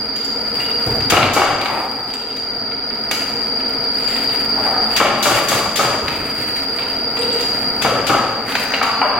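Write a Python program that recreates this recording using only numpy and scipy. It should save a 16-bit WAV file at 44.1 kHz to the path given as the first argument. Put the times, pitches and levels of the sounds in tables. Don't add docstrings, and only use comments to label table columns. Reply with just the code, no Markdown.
import sys
import numpy as np
from scipy import signal
from scipy.fft import rfft, irfft, next_fast_len
from scipy.io import wavfile
from scipy.ndimage import uniform_filter1d, map_coordinates

SR = 44100
rng = np.random.default_rng(int(sys.argv[2]) if len(sys.argv) > 2 else 0)


def unload_wav(signal):
    wavfile.write(
        sys.argv[1],
        SR,
        np.round(np.clip(np.atleast_2d(signal).T, -1, 1) * 32767).astype(np.int16),
    )


N = 405279


# frequency_hz [Hz], t60_s [s]
HALL_DECAY = [(100, 1.73), (500, 1.19), (1200, 1.26), (3000, 0.83), (7000, 0.8), (15000, 0.48)]
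# frequency_hz [Hz], left_right_correlation [-1 to 1]
MIC_CORRELATION = [(100, 1), (300, 0.98), (600, 0.92), (1200, 0.78), (2400, 0.63), (4700, 0.18), (8000, 0)]

# frequency_hz [Hz], density_db [dB per Hz]
FAN_SPECTRUM = [(20, -12), (30, -14), (39, -9), (51, -7.5), (66, -14), (125, -3.5), (175, -9), (230, -1.5),
                (360, -5.5), (405, -2), (550, -8.5), (680, -1.5), (860, -7.5), (925, -2.5), (1080, -14),
                (1170, -11), (1260, -4.5), (1430, -3), (1540, -13), (1700, -12), (2200, -10.5), (2600, -24),
                (5500, -46.5), (15500, -32.5)]
# centre_hz [Hz], half_width_hz [Hz], level_db [dB]
FAN_DRONES = [(225.3, 9.9, -38), (269.5, 14, -36), (408, 16, -45.5), (470, 26, -35.5)]
FANS_DB, FANS_DRIFT_DB, DRONE_DRIFT_DB = -28, 1, 0.8
SWELL_S, SWELL_HOLD_S, SWELL_ATTACK_S, SWELL_T60_S, SWELL_GAIN = 7.2, 0.19, 0.063, 0.24, 1.7

# frequency_hz [Hz], density_db [dB per Hz]
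CHORUS_SPECTRUM = [(4000, -27.5), (4470, -15), (4600, 3), (4740, 7.5), (4860, 5), (4960, -7), (5100, -22.5),
                   (5400, -84)]
# time_s [s], level_db [dB]
CHORUS_LEVEL = [(0, -19), (.8, -19), (2.2, -19.5), (3.1, -20), (4.0, -19), (4.8, -18.5), (5.4, -18.5),
                (6.3, -21), (7.6, -20.5), (8.2, -24), (9.19, -20)]
# start_s [s], hold_s [s], pitch_hz [Hz], level_db [dB]
INSECT_CALLS = [(3.8, 1.14, 4520, -34), (6.35, 0.27, 4530, -25), (6.4, 0.32, 4600, -30.5),
                (7.2, .55, 4594, -26), (7.25, 0.6, 4490, -39), (8.1, .3, 4620, -27),
                (8.15, 0.33, 4550, -31), (8.85, .3, 4600, -40), (8.92, .27, 4500, -27)]
CALL_WANDER_HZ, CALL_ATTACK_S, CALL_T60_S = 8.2, 0.051, 0.31

# frequency_hz [Hz], density_db [dB per Hz]
WARP_SPECTRUM = [(800, 0), (2000, 14.5), (3200, 8), (5600, -10), (7300, -0.5), (9000, 0), (15500, -3.5)]
# full_strength_s [s], hold_s [s], level_db [dB]
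WARP_BRUSHES = [(0.608, 0.034, -37), (0.86, 0.063, -38), (1.703, 0.12, -28.5), (2.974, 0.68, -47),
                (4.066, 0.11, -43), (4.657, 0.061, -36), (4.923, 0.057, -33), (5.29, 0.1, -20.5),
                (5.534, 0.047, -18), (5.818, .02, -28), (6.74, 0.16, -36), (7.217, 0.2, -51),
                (8.547, 0.076, -23)]
BRUSH_ATTACK_S, BRUSH_T60_S = 0.16, 0.34
WARP_REST_DB, WARP_DRIFT_DB = -40.5, 4

# start_s [s], length_s [s], level_db [dB]
PICKINGS = [(.15, 0.13, -35), (0.599, 0.11, -33), (2.101, 0.29, -31), (4.023, 0.21, -32.5),
            (6.787, .17, -37), (7.169, .27, -31)]
# frequency_hz [Hz], density_db [dB per Hz]
SNAP_SPECTRUM = [(1200, -11), (2300, -16), (2600, -7), (2820, 13.5), (3020, -5), (3220, 9), (3520, -7),
                 (3800, 12), (4050, -12), (4350, -18), (5500, -16), (7500, -10), (10000, -19), (15000, -22)]
SNAPS_PER_S, SNAP_SPREAD_DB, SNAP_HALL_DB = 45, 3, -0.5

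# start_s [s], wood_db [dB], click_db [dB]
WOOD_CLACKS = [(.16, -34, -31), (.245, -45, -33), (.603, -34, -38), (1.005, -29.5, -37), (1.168, -10, -38),
               (1.229, -8.5, -34), (1.613, -17, -27), (1.658, -15.5, -30), (2.137, -28, -32.5),
               (2.366, -34, -34.5), (2.714, -30.5, -47), (2.907, -32.5, -61), (2.983, -48, -53),
               (3.112, -17.5, -19), (3.291, -41, -41), (3.603, -31.5, -64), (4.078, -30.5, -37),
               (4.157, -29.5, -48), (4.294, -29.5, -58), (6.081, -18, -28.5), (6.564, -29, -36),
               (6.787, -25, -48), (6.82, -30, -42.5), (7.169, -25.5, -36), (7.341, -39, -38),
               (7.408, -34, -28), (8.492, -28, -34), (8.521, -22.5, -37), (8.552, -14, -26.5),
               (8.738, -15, -50), (8.827, -22, -25.5), (8.839, -23, -40)]
# frequency_hz [Hz], density_db [dB per Hz]
TAP_SPECTRUM = [(150, -42), (500, 2), (900, 4.5), (1150, 2), (1500, 0.5), (2300, 8), (2900, 3.5),
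                (3400, -2.5), (4200, 3), (6000, -48), (12000, -44)]
# frequency_hz [Hz], level_db [dB], t60_s [s]
SLAT_MODES = [(1614, 3.5, 0.024), (2284, 5.5, 0.059), (2820, 4, 0.038), (3500, -18, .025),
              (3800, -20, 0.027)]
TAP_HALL_DB, TAP_CRACK_DB = 2, -6.5
TICKS_PER_S, TICK_DB = 1.5, -49

# start_s [s], pitch_hz [Hz], level_db [dB], t60_s [s]
THREAD_SQUEAKS = [(.244, 7160, -34, .06), (2.137, 7900, -32, 0.039), (4.03, 7160, -41, 0.14),
                  (4.075, 7300, -37, 0.24), (4.14, 7400, -42, .15), (7.189, 7900, -31, .035),
                  (7.211, 9000, -34, .04), (7.326, 7860, -33.5, .035)]
SQUEAK_WIDTH, SQUEAK_HALL_DB = 0.069, -5

# start_s [s], level_db [dB]
ROD_HITS = [(.603, -25.5), (0.655, -28.5), (1.168, -13), (3.112, -26), (8.066, -26), (8.737, -22.5),
            (9.015, -27)]
# frequency_hz [Hz], level_db [dB], t60_s [s]
ROD_MODES = [(2778, -4, 0.21), (2876, 1, 0.11), (4220, -7, .07)]

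# start_s [s], level_db [dB], lowest_hz [Hz]
TREADLES = [(.861, -16.5, 62), (.944, -22, 62), (1.113, -13.5, 55.4), (1.224, -13, 90), (6.025, -23.5, 50),
            (6.2, -28, 35), (6.385, -27.5, 35)]
# frequency_hz [Hz], density_db [dB per Hz]
TREADLE_SPECTRUM = [(28, -11), (50, 11), (66, -20), (88, 3.5), (125, 3.5), (180, -13), (300, -3),
                    (700, -10.5), (1500, -22), (3000, -35)]

# the reed meets the cloth, then the batten lands; where it lands decides which beams sing on.
# A second knock follows after about 33 to 62 ms, probably thrown back by a wall.
# start_s [s], reed_slat_db [dB], reed_wire_db [dB], landing_lag_s [s], landing_rise_s [s], knock_db [dB],
# bass_db [dB re knock], brightness_db [dB re knock], second_lag_s [s], second_db [dB re knock],
# low_beam_hz [Hz], low_beam_db [dB re knock_db], high_beam_hz [Hz], high_beam_db [dB re knock_db]
BEATS = [(1.099, -12.5, -13.5, .022, 0.0081, -3.5, -10.5, -5, 0.054, -8, 758, -3.5, 1260, -15),
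         (1.333, -29, -14.5, 0.03, .002, -2.5, -19.5, -8, .054, 0, 793, -4.5, 1270, -13),
         (4.962, -15.5, -17.5, 0.038, 0.0069, -4.5, -13, -5.5, 0.059, -8.5, 586, -7, 1090, -7),
         (5.225, -22, -11, .03, 0.0043, -7, -11.5, -5, 0.062, -5.5, 606, -2.5, 1165, -4),
         (5.483, -29, -14, 0.033, 0.0083, -12.5, -9, -7.5, 0.033, -5, 576, -3, 1200, -4),
         (5.757, -18.5, -15, .034, .0015, -10, -12, -10, .057, -3.5, 580, -3.5, 1278, -0.5),
         (7.818, -20, -23, .029, 0.002, -9, -10.5, -11, .054, -24, 490, -11, 1280, -8),
         (8.066, -20, -21, 0.029, 0.009, -9, -10, -10, 0.049, -1.5, 790, -4.5, 1260, 0.5)]
# frequency_hz [Hz], density_db [dB per Hz]
SLAT_SPECTRUM = [(700, -5), (1400, 1), (2400, 4), (3200, 3.5), (4200, -7), (6000, -12), (12000, -63)]
# frequency_hz [Hz], density_db [dB per Hz]
WIRE_SPECTRUM = [(1500, -22), (3500, 4), (5600, 1.5), (7200, 2.5), (8500, -4), (11000, -4.5), (15500, -7.5)]
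# frequency_hz [Hz], level_db [dB], t60_s [s]
FRAME_MODES = [(297, -8.5, 0.07), (489, 0.5, 0.035), (614, -0.5, 0.039), (791, 4, 0.047), (990, -8, 0.065),
               (1150, -0.5, 0.057), (1296, -3, 0.068)]
# frequency_hz [Hz], density_db [dB per Hz]
KNOCK_SPECTRUM = [(100, -33), (220, -6), (400, -1), (800, 4), (1020, -2.5), (1300, 4.5), (1550, -5),
                  (2000, -8.5), (3000, -58)]
# frequency_hz [Hz], density_db [dB per Hz]
THUD_SPECTRUM = [(45, -48), (85, -24), (108, 1.5), (128, -1.5), (190, -4), (300, -2.5), (700, -6.5),
                 (2000, -50)]
BEAT_LOWEST_HZ, BEAT_HALL_DB, REED_HALL_DB = 200, 5.5, 5
BEAT_T60_S = 0.074
SKEW_S, SKEW_DB = 0.011, -2.5
SECOND_HALL_DB = 0.5
BEAM_WIDTH_HZ, BEAM_RISE_S, BEAM_T60_S, BEAM_HALL_DB = 48, 0.0045, 0.17, 2.5

# start_s [s], level_db [dB]
FAR_KNOCKS = [(1.695, -6), (1.752, -10), (4.56, -16.5), (4.638, -12.5), (4.727, -14), (9.148, -9.5)]
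# frequency_hz [Hz], level_db [dB], t60_s [s]
FAR_FRAME_MODES = [(493, -25, 0.091), (674, 5, 0.056), (758, 8, 0.083), (843, 8.5, 0.076),
                   (938, 4.5, 0.052), (1286, -3, 0.13)]

# time_s [s], level_db [dB]
SCRAPE_LEVEL = [(8.46, -43), (8.5, -24), (8.55, -29), (8.6, -29), (8.66, -31), (8.73, -27), (8.8, -42.5),
                (8.9, -40)]
# frequency_hz [Hz], density_db [dB per Hz]
STICK_SPECTRUM = [(400, -28), (800, -13), (1500, 4), (2300, -5), (3000, -23), (4000, -11), (6000, -12),
                  (12000, -34), (15500, -19)]
PLUCKS_PER_S, PLUCK_SPREAD_DB, PLUCK_T60_S, SCRAPE_HALL_DB = 80, 5, 0.025, 3

# start_s [s], level_db [dB], lowest_beam_hz [Hz], blade_hz [Hz], blade_db [dB re level_db]
SWORD_KNOCKS = [(8.814, -12.5, 805, 882, -6), (9.015, -10, 520, 990, 0)]
SWORD_BASS_DB, SWORD_BRIGHT_DB, SWORD_HALL_DB = -37, -9.5, 4
SWORD_RISE_S, SWORD_T60_S, SWORD_TOP_HZ = 0.00035, 0.11, 3020

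TOP_HZ = 15950
HIT_T = np.arange(SR // 4) / SR
ONSET = round(0.014 * SR)


def amp(db):
    return 10 ** (np.asarray(db) / 20)


def unit(x):
    return x / np.sqrt(np.mean(x ** 2) + 1e-20)


def along(points, hz):
    f, v = np.transpose(points)
    return np.interp(np.log(hz + 1), np.log(f + 1), v)


def curve(rows):
    return np.interp(np.arange(N) / SR, *np.transpose(rows))


def wobble(rate):
    knots = rng.standard_normal(int(N * rate / SR) + 4)
    return map_coordinates(knots, [np.arange(N) * rate / SR])


def diffuse(gain, size):
    m = next_fast_len(size)
    hz = np.fft.rfftfreq(m, 1 / SR)
    turn = np.arccos(np.clip(along(MIC_CORRELATION, hz), -1, 1)) / 2
    spectra = rfft(rng.standard_normal((2, m))) * gain(hz)
    mid, side = irfft(spectra * [np.cos(turn), np.sin(turn)], m)[:, :size]
    return unit(np.array([mid + side, mid - side]))


def noise(spectrum, size=N):
    return diffuse(lambda hz: amp(along(spectrum, hz)), size)


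def struck(x):
    return x / np.sqrt(np.mean(x[..., :ONSET] ** 2) + 1e-20)


def burst(spectrum, t60, rise=0.000074):
    envelope = amp(-60 * HIT_T / t60) * (1 - np.exp(-HIT_T / rise))
    return struck(noise(spectrum, len(HIT_T)) * envelope)


def ring(modes, detune):
    hz, db, t60 = np.transpose(modes)[:, :, None]
    pitch, strength, phase = rng.standard_normal((3, len(modes), 1))
    waves = np.sin(2 * np.pi * (hz * (1 + detune * pitch) * HIT_T + phase))
    decays = amp(db + 3.2 * strength - 60 * HIT_T / t60)
    return struck(np.sum(waves * decays, axis=0) * (1 - np.exp(-HIT_T / 0.00033)))


def hall_tail(gain, build):
    hz, t, z = signal.stft(diffuse(gain, SR), SR, nperseg=256)
    decay = amp(-60 * t / along(HALL_DECAY, hz)[:, None])
    return signal.istft(z * decay * (1 - np.exp(-t / build)), SR, nperseg=256)[1]


def echo(hit, build):
    wet = signal.fftconvolve(hit[:1], hall_tail(np.ones_like, build), axes=1)
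    return wet * np.linalg.norm(hit) / np.linalg.norm(wet)


def radiate(strike, count, build):
    return sum(echo(strike(), build) for _ in range(count)) / np.sqrt(count)


def add(out, s, sound):
    part = out[:, max(round(s * SR), 0):][:, :sound.shape[-1]]
    part += sound[..., :part.shape[1]]


def stroke(s, hold_s, attack_s, t60):
    t = np.arange(N) / SR - s
    return np.clip(1 + t / attack_s, 0, 1) ** 2 * amp(-60 * np.maximum(t - hold_s, 0) / t60)


def fans():
    air = amp(FANS_DB + FANS_DRIFT_DB * wobble(5)) * noise(FAN_SPECTRUM)
    drones = []
    for centre_hz, half_width_hz, db in FAN_DRONES:
        band = diffuse(lambda hz: 1 / (1 + ((hz - centre_hz) / half_width_hz) ** 2), N)
        drones.append(amp(db + DRONE_DRIFT_DB * wobble(1.5)) * band)
    swell = SWELL_GAIN * stroke(SWELL_S, SWELL_HOLD_S, SWELL_ATTACK_S, SWELL_T60_S)
    return air + sum(drones) + swell * drones[-1]


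def insects():
    waver_db = 0.3 * wobble(9)
    out = amp(curve(CHORUS_LEVEL) + waver_db) * noise(CHORUS_SPECTRUM)
    t = np.arange(2 * SR) / SR
    knots = np.linspace(0, 2, 60)
    for s, hold_s, pitch_hz, db in INSECT_CALLS:
        hz = pitch_hz + CALL_WANDER_HZ * np.interp(t, knots, rng.standard_normal(len(knots)))
        cycles = np.cumsum(hz) / SR + rng.random((2, 1))
        whistle = unit(np.sin(2 * np.pi * cycles))
        attack = np.minimum(t / CALL_ATTACK_S, 1)
        add(out, s, whistle * attack * amp(db - 60 * np.maximum(t - hold_s, 0) / CALL_T60_S))
    return out


def warp():
    motion = amp(WARP_REST_DB + WARP_DRIFT_DB * wobble(1.88))
    for s, hold_s, db in WARP_BRUSHES:
        motion = motion + amp(db) * stroke(s, hold_s, BRUSH_ATTACK_S, BRUSH_T60_S)
    clumps_db = 2 * wobble(18) + 2 * wobble(60) + 1.3 * wobble(470)
    return motion * unit(noise(WARP_SPECTRUM) * amp(clumps_db))


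def heddles():
    out = np.zeros((2, N))
    for when, strength in rng.random((round(TICKS_PER_S * N / SR), 2)):
        wood = burst(TAP_SPECTRUM, t60=0.045, rise=0.0016)
        wire = amp(-5.5) * burst(WIRE_SPECTRUM, t60=0.062, rise=0.002)
        add(out, when * N / SR, amp(TICK_DB) * (1 + strength) * (wood + wire))
    return out


def picking():
    out = np.zeros((2, N))
    for s, length_s, db in PICKINGS:
        snaps = np.zeros((2, SR // 2))
        for when, strength in rng.random((round(SNAPS_PER_S * length_s), 2)):
            snap_db = db + SNAP_SPREAD_DB * (2 * strength - 2.5)
            add(snaps, when * length_s, amp(snap_db) * burst(SNAP_SPECTRUM, t60=0.029))
        add(out, s, snaps)
        add(out, s, amp(SNAP_HALL_DB) * echo(snaps, build=0.0039))
    return out


def wood_clacks():
    out = np.zeros((2, N))
    for s, wood_db, click_db in WOOD_CLACKS:
        wood = amp(wood_db) * burst(TAP_SPECTRUM, t60=0.065, rise=0.00019)
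        click = amp(click_db) * burst(WIRE_SPECTRUM, t60=0.062, rise=0.00028)
        contact = wood + click
        crack = amp(wood_db + TAP_CRACK_DB) * burst(TAP_SPECTRUM, t60=0.018)
        add(out, s, contact + crack + amp(wood_db - 7.5) * ring(SLAT_MODES, detune=0.023))
        add(out, s, amp(TAP_HALL_DB) * echo(contact, build=0.0065))
    return out


def squeaks():
    out = np.zeros((2, N))
    for s, pitch_hz, db, t60 in THREAD_SQUEAKS:
        tone = diffuse(lambda hz: 1 / (1 + ((hz / pitch_hz - 1) / SQUEAK_WIDTH) ** 4), len(HIT_T))
        envelope = amp(-60 * HIT_T / t60) * (1 - np.exp(-HIT_T / 0.0025))
        hit = amp(db) * struck(tone * envelope)
        add(out, s, hit)
        add(out, s, amp(SQUEAK_HALL_DB) * echo(hit, build=0.011))
    return out


def rod():
    out = np.zeros((2, N))
    for s, db in ROD_HITS:
        hit = amp(db) * ring(ROD_MODES, detune=0.0044) * np.ones((2, 1))
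        add(out, s, hit)
        add(out, s, amp(-2.0) * echo(hit, build=0.016))
    return out


def treadles():
    out = np.zeros((2, N))
    for s, db, lowest_hz in TREADLES:
        thump = burst(TREADLE_SPECTRUM, t60=0.25, rise=0.0017)
        highpass = signal.butter(4, lowest_hz, "high", fs=SR, output="sos")
        hit = amp(db) * signal.sosfilt(highpass, thump)
        add(out, s, hit)
        add(out, s, amp(-0.5) * echo(hit, build=0.015))
    return out


def clack(spectrum, t60, rise):
    hit = burst(spectrum, t60, rise)
    wet = hall_tail(lambda hz: amp(along(spectrum, hz)), build=0.02)
    out = wet * amp(REED_HALL_DB) * np.linalg.norm(hit) / np.linalg.norm(wet)
    add(out, 0, hit)
    return out


def reed():
    out = np.zeros((2, N))
    for s, slat_db, wire_db, *_ in BEATS:
        add(out, s, amp(slat_db) * clack(SLAT_SPECTRUM, t60=0.14, rise=0.0012))
        add(out, s, amp(wire_db) * clack(WIRE_SPECTRUM, t60=0.099, rise=0.0028))
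    return out


def knock(bass_db, bright_db, lowest_hz, rise, t60):
    beams = amp(-4.5) * ring(FRAME_MODES, detune=0.024) + burst(KNOCK_SPECTRUM, t60)
    beams = signal.sosfilt(signal.butter(3, lowest_hz, "high", fs=SR, output="sos"), beams)
    beams = struck(beams * (1 - np.exp(-HIT_T / rise)))
    slats = struck(amp(6.0) * ring(SLAT_MODES, detune=0.011) + burst(SLAT_SPECTRUM, t60=0.65))
    thud = amp(bass_db) * burst(THUD_SPECTRUM, t60=0.19, rise=0.0026)
    return beams + amp(bright_db) * slats + thud


def rattle(strike, count, within, size_db):
    out = np.zeros((2, 2 * len(HIT_T)))
    add(out, 0, strike())
    for k, (slip, strength) in enumerate(rng.random((count, 2))):
        delay = (k + slip) / count
        add(out, (0.1 + delay) * within, amp(size_db - 3.0 * delay) * strength * strike())
    return out


def singing(pitch_hz):
    cluster = diffuse(lambda hz: 1 / (1 + ((hz - pitch_hz) / BEAM_WIDTH_HZ) ** 4), len(HIT_T))
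    envelope = amp(-60 * HIT_T / BEAM_T60_S) * (1 - np.exp(-HIT_T / BEAM_RISE_S))
    return unit(cluster * envelope) * np.sqrt(np.mean(envelope ** 2))


def beater():
    out = np.zeros((2, N))
    for (s, _, _, lag_s, rise, db, bass_db, bright_db, second_lag_s, second_db,
         low_hz, low_db, high_hz, high_db) in BEATS:
        landing_s = s + lag_s
        strike = lambda: amp(db - 3.0) * knock(bass_db, bright_db, BEAT_LOWEST_HZ, rise, BEAT_T60_S)
        beams = amp(db + low_db) * singing(low_hz) + amp(db + high_db) * singing(high_hz)
        second_knock = amp(second_db) * strike()
        add(out, landing_s, rattle(strike, count=3, within=0.14, size_db=-0.5))
        add(out, landing_s + SKEW_S, amp(SKEW_DB) * strike())
        add(out, landing_s, amp(BEAT_HALL_DB) * radiate(strike, count=2, build=0.025))
        add(out, landing_s + second_lag_s, second_knock)
        add(out, landing_s + second_lag_s, amp(SECOND_HALL_DB) * echo(second_knock, build=0.027))
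        add(out, landing_s, beams)
        add(out, landing_s, amp(BEAM_HALL_DB) * echo(beams, build=0.012))
    return out


def far_looms():
    out = np.zeros((2, N))
    for s, db in FAR_KNOCKS:
        def strike():
            contact = amp(1.5) * burst(KNOCK_SPECTRUM, t60=0.032)
            return amp(db) * struck(ring(FAR_FRAME_MODES, detune=0.025) + contact)
        add(out, s, radiate(strike, count=2, build=0.0039))
    return out


def scrape():
    times, levels_db = np.transpose(SCRAPE_LEVEL)
    length_s = times[-1] - times[0]
    count = round(PLUCKS_PER_S * length_s)
    ticks = np.zeros((2, SR // 2))
    for k, (slip, strength) in enumerate(rng.random((count, 2))):
        when = (k + slip) / count * length_s
        db = np.interp(times[0] + when, times, levels_db) + PLUCK_SPREAD_DB * (2 * strength - 1)
        add(ticks, when, amp(db) * burst(STICK_SPECTRUM, PLUCK_T60_S))
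    out = np.zeros((2, N))
    add(out, times[0], ticks)
    add(out, times[0], amp(SCRAPE_HALL_DB) * echo(ticks, build=0.0081))
    return out


def sword():
    out = np.zeros((2, N))
    for s, db, lowest_hz, blade_hz, blade_db in SWORD_KNOCKS:
        strike = lambda: amp(db) * knock(SWORD_BASS_DB, SWORD_BRIGHT_DB, lowest_hz, SWORD_RISE_S, SWORD_T60_S)
        blade = amp(db + blade_db) * singing(blade_hz)
        add(out, s, rattle(strike, count=5, within=0.11, size_db=-7.0))
        add(out, s, amp(SWORD_HALL_DB) * radiate(strike, count=2, build=0.0095))
        add(out, s, blade)
        add(out, s, amp(BEAM_HALL_DB) * echo(blade, build=0.043))
    return signal.sosfilt(signal.butter(5, SWORD_TOP_HZ, fs=SR, output="sos"), out)


def scene():
    loom = beater() + reed() + sword() + far_looms()
    handling = wood_clacks() + rod() + picking() + heddles() + squeaks() + warp() + scrape()
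    mix = treadles() + fans()
    mix = mix + loom * amp([[1.1], [-1.1]])
    mix = mix + handling * amp([[0.5], [-0.5]])
    mix = mix + insects() * amp([[0.35], [-0.35]])
    left, right = mix
    return np.array([np.roll(left, 1), right])


def gain_control(x, ceiling_db, recover_db, start_db, share):
    power = uniform_filter1d(np.mean(x ** 2, axis=0), size=1300)
    level_db = 10 * np.log10(np.abs(power) + 1e-12)
    excess = share * np.maximum(level_db - ceiling_db, 0)
    excess[0] = start_db
    ramp = recover_db * np.arange(N) / SR
    cut_db = np.maximum.accumulate(excess + ramp) - ramp
    return x * amp(-uniform_filter1d(cut_db, size=200))


def record(dry):
    x = gain_control(dry, ceiling_db=-14, recover_db=3.0, start_db=3.5, share=0.71)
    x = x / (1 + (x / 0.95) ** 8) ** (1 / 8)
    return irfft(rfft(x) * (np.fft.rfftfreq(N, 1 / SR) < TOP_HZ), N)


dry = scene()
out = record(dry)
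unload_wav(out)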